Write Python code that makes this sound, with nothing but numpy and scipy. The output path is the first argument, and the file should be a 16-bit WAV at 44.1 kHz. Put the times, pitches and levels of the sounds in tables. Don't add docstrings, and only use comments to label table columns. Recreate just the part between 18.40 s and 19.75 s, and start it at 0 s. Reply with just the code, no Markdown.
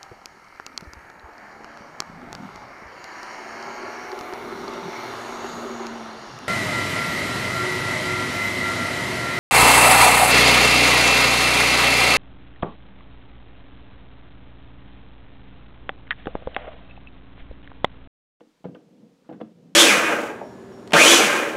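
import sys
import numpy as np
from scipy import signal
from scipy.fft import rfft, irfft, next_fast_len
from scipy.io import wavfile
from scipy.ndimage import map_coordinates

SR = 44100
rng = np.random.default_rng(int(sys.argv[2]) if len(sys.argv) > 2 else 0)


def log_audio(samples):
    frames = np.atleast_2d(samples).T
    limited = np.clip(frames, -1, 1)
    pcm = np.round(limited * 32767).astype(np.int16)
    wavfile.write(sys.argv[1], SR, pcm)


def volts_from_db(level):
    exponent = np.asarray(level, float) / 20
    return 10 ** exponent


N = 59535

# frequency in Hz, relative level in dB, decay time t60 in seconds.
DECK_MODES = [(100, 3.5, 0.084), (150, 14, 0.061), (177.3, 10.5, 0.12), (220, 3, 0.15), (269.7, 5, 0.076),
              (310, -1, 0.14), (387.6, -1.5, 0.073), (485.5, 1, 0.057), (560, -14, 0.042),
              (684.6, -7.5, 0.038), (741.6, -8, 0.054), (854, -10.5, 0.064), (962, -10, 0.045),
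              (1076, -10, 0.027), (1193, -11, 0.068), (1513, -1.5, 0.033)]
# start in seconds, thud drive in dB, centre of the favoured thud modes
# in Hz, knock drive in dB, centre of the favoured knock modes in Hz.
DECK_BLOWS = [(.006, -56, 272, -45, 936), (.012, -51, 310, -43.5, 500), (0.029, -60, 282, -74, 636),
              (0.071, -51.5, 310, -70, 483), (.205, -66.5, 158, -62, 376), (0.242, -38, 237, -36.5, 746),
              (.248, -66, 190, -34.5, 800), (.253, -32.5, 205, -29, 515), (.265, -52, 246, -37.5, 500),
              (.285, -41, 150, -46.5, 730), (0.294, -39.5, 300, -58, 590), (.330, -47.5, 196, -49, 500),
              (.348, -58, 247, -39, 520), (.355, -53.5, 204, -43.5, 1150), (0.368, -38.5, 310, -45.5, 500),
              (.891, -35, 308, -36.5, 725), (.897, -36.5, 280, -36, 677), (0.913, -40.5, 241, -32.5, 640),
              (0.925, -32, 348, -54.5, 500), (.933, -40.5, 220, -55.5, 1306), (0.945, -46, 295, -48.5, 695),
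              (0.956, -52, 220, -64, 500), (.976, -43.5, 225, -51, 500), (1.002, -61, 300, -34, 523),
              (1.011, -45.5, 306, -35, 966), (1.014, -29.5, 269, -27, 560), (1.027, -64, 290, -43, 500),
              (1.037, -42.5, 247, -73, 660), (1.056, -49, 167, -56, 520)]
# frequency in Hz, relative level in dB, decay time t60 in seconds.
TRUCK_MODES = [(1800, -10, 0.023), (2170, 0.5, 0.033), (2727, -2.5, 0.025), (3066, 2, 0.013),
               (3400, -4, 0.026), (4600, -4.5, 0.011)]
# start in seconds, drive in dB, centre of the favoured modes in Hz.
TRUCK_CLACKS = [(.006, -56.5, 2790), (.242, -56.5, 3200), (.249, -55.5, 2200), (.348, -47, 2820),
                (.349, -56, 4600), (.353, -76, 2100), (.895, -56.5, 2700), (.926, -56.5, 2970),
                (1.011, -57, 3270), (1.014, -46, 3400)]
# start in seconds, drive in dB, decay time t60 in seconds.
GRIT_SCUFFS = [(.006, -58, 0.072), (0.243, -47.5, 0.073), (0.251, -55, 0.19), (0.349, -50.5, 0.07),
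               (0.844, -67, 0.36), (0.89, -54, 0.18), (0.926, -52.5, .12), (1.002, -47.5, 0.073),
               (1.01, -41.5, 0.034), (1.036, -72, 0.42)]
# frequency in Hz, relative level in dB.
GRIT_COLOUR = [(600, -5), (1000, 5.5), (1500, 4.5), (2400, -8.5), (3400, -10.5), (5500, -27.5), (8000, -41)]
# time in seconds, thud drive in dB, centre of the favoured thud modes
# in Hz, knock drive in dB.
ROLL_COURSE = [(0, -55.5, 271, -54), (0.099, -75, 220, -70), (.235, -83.5, 184, -79),
               (.3, -52.5, 191, -49.5), (.4, -58.5, 220, -52.5), (.47, -58, 203, -57.5),
               (.54, -55.5, 226, -59), (.62, -49, 240, -57), (.7, -57.5, 213, -57.5),
               (.77, -65.5, 217, -62.5), (.885, -59, 233, -64), (.95, -43, 240, -56), (1.0, -52, 220, -50),
               (1.08, -57.5, 220, -52), (1.12, -56.5, 220, -54), (1.14, -64.5, 199, -63),
               (1.16, -55, 180, -58.5), (1.199, -55, 175, -57), (1.29, -51, 183, -63),
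               (1.35, -54.5, 190, -70)]
# frequency in Hz, decay time t60 in seconds.
GARAGE_DECAY = [(150, 0.26), (700, 0.15), (3000, 0.32)]
# frequency in Hz, relative level in dB.
HISS_COLOUR = [(24, 2), (60, -1.5), (150, 6.5), (600, 3.5), (900, 5.5), (1600, 1), (3000, -0.5), (4500, -3),
               (6500, -5.5), (8500, -10.5), (11000, -15.5), (15500, -19)]

RING_S = np.arange(SR // 4) / SR
MODE_SCATTER_DB = 1.5
THUD_OCTAVES, KNOCK_OCTAVES, CLACK_OCTAVES = 0.34, 0.35, 0.27
THUD_RISE_S, KNOCK_RISE_S, CLACK_RISE_S, SCUFF_RISE_S = 0.0014, 0.0003, 0.00047, 0.0014
BUMP_DB, BUMPS_PER_S = 0.88, 51
ROLL_KNOCK_HZ, ROLL_KNOCK_OCTAVES, ROLL_LOW_HZ = 500, 0.36, 109
GARAGE_DB, GARAGE_DELAY_S = -13, 0.011
MIC_LOW_HZ, HISS_DB = 131.7, -70.5


def along(points, hz):
    point_hz, value = np.transpose(points)
    return np.interp(np.log(hz + 1), np.log(point_hz + 1), value)


def unit(x):
    return x / np.sqrt(np.mean(x ** 2) + 1e-20)


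def filtered(x, response):
    size = next_fast_len(N + SR // 2)
    spectrum = rfft(x, size) * response(np.fft.rfftfreq(size, 1 / SR))
    return irfft(spectrum, size)[..., :N]


def coloured_noise(colour):
    return unit(filtered(rng.standard_normal(N), lambda hz: volts_from_db(along(colour, hz))))


def favoured(centre_hz, octaves, modes):
    mode_hz = [mode[0] for mode in modes]
    distance = np.log2(np.divide.outer(mode_hz, centre_hz))
    return np.exp(-0.5 * (distance / octaves) ** 2)


def ring(modes, gains, rise_s, pair_factor=1):
    total = np.zeros(len(RING_S))
    for k, ((hz, db, t60), gain) in enumerate(zip(modes, gains)):
        level = pair_factor ** ((k + 1) // 2) * gain
        total += level * volts_from_db(db - 60 * RING_S / t60) * np.sin(2 * np.pi * hz * RING_S)
    return (1 - np.exp(-RING_S / rise_s)) * total


def place(track, start_s, sound):
    track[round(start_s * SR):][:len(sound)] += sound


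def struck_spot(modes):
    return volts_from_db(MODE_SCATTER_DB * rng.standard_normal(len(modes)))


def deck_blows():
    out = np.zeros(N + SR)
    for start_s, thud_db, thud_hz, knock_db, knock_hz in DECK_BLOWS:
        spot = struck_spot(DECK_MODES)
        thud_gains = spot * favoured(thud_hz, THUD_OCTAVES, DECK_MODES)
        knock_gains = spot * favoured(knock_hz, KNOCK_OCTAVES, DECK_MODES)
        thud = volts_from_db(thud_db) * ring(DECK_MODES, thud_gains, THUD_RISE_S)
        knock = volts_from_db(knock_db) * ring(DECK_MODES, knock_gains, KNOCK_RISE_S, -1.042)
        place(out, start_s, thud + knock)
    return out[:N]


def truck_clacks():
    out = np.zeros(N + SR)
    for start_s, db, centre_hz in TRUCK_CLACKS:
        gains = struck_spot(TRUCK_MODES) * favoured(centre_hz, CLACK_OCTAVES, TRUCK_MODES)
        place(out, start_s, volts_from_db(db) * ring(TRUCK_MODES, gains, CLACK_RISE_S, -1.09))
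    return out[:N]


def grit_scuffs():
    swell = np.zeros(N + SR)
    for start_s, db, t60 in GRIT_SCUFFS:
        place(swell, start_s, volts_from_db(db - 60 * RING_S / t60) * (1 - np.exp(-RING_S / SCUFF_RISE_S)))
    return swell[:N] * coloured_noise(GRIT_COLOUR)


def rolling():
    point_s, *columns = np.transpose(ROLL_COURSE)
    t = np.arange(N) / SR
    thud_db, thud_hz, knock_db = (np.interp(t, point_s, column) for column in columns)
    bumps = volts_from_db(BUMP_DB * map_coordinates(rng.standard_normal(200), [t * BUMPS_PER_S]))
    thud_share = favoured(thud_hz, THUD_OCTAVES, DECK_MODES)
    thud_share = thud_share / np.linalg.norm(thud_share, axis=0)
    knock_share = favoured([ROLL_KNOCK_HZ], ROLL_KNOCK_OCTAVES, DECK_MODES)
    knock_share = knock_share / np.linalg.norm(knock_share)
    drive = volts_from_db(thud_db) * thud_share + volts_from_db(knock_db) * knock_share
    shaken = np.zeros(N)
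    for (hz, db, t60), mode_drive in zip(DECK_MODES, drive):
        mode_ring = ring([(hz, 0, t60)], [1], KNOCK_RISE_S)
        mode_noise = signal.fftconvolve(rng.standard_normal(N), mode_ring)[:N]
        shaken += mode_drive * volts_from_db(db) * unit(mode_noise)
    return filtered(bumps * shaken, lambda hz: (1j * hz / (ROLL_LOW_HZ + 1j * hz)) ** 2)


def garage(x):
    hz, t, noise = signal.stft(rng.standard_normal(SR // 2), SR, nperseg=256)
    decay = volts_from_db(-60 * t / along(GARAGE_DECAY, hz)[:, None])
    tail = signal.istft(noise * decay, SR, nperseg=256)[1]
    delayed = np.pad(x, (round(GARAGE_DELAY_S * SR), 0))
    return signal.fftconvolve(delayed, tail / np.linalg.norm(tail))[:N]


def camera_hiss():
    return volts_from_db(HISS_DB) * coloured_noise(HISS_COLOUR)


def scene():
    contacts = deck_blows() + truck_clacks() + grit_scuffs()
    return (contacts + volts_from_db(GARAGE_DB) * garage(contacts) + rolling())[None]


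def top_cut(x):
    return signal.sosfilt(signal.butter(12, 15610, fs=SR, output="sos"), x)


def record(dry):
    thin = filtered(dry, lambda hz: (1j * hz / (MIC_LOW_HZ + 1j * hz)) ** 3)
    return top_cut(thin + camera_hiss())


dry = scene()
out = record(dry)
log_audio(out)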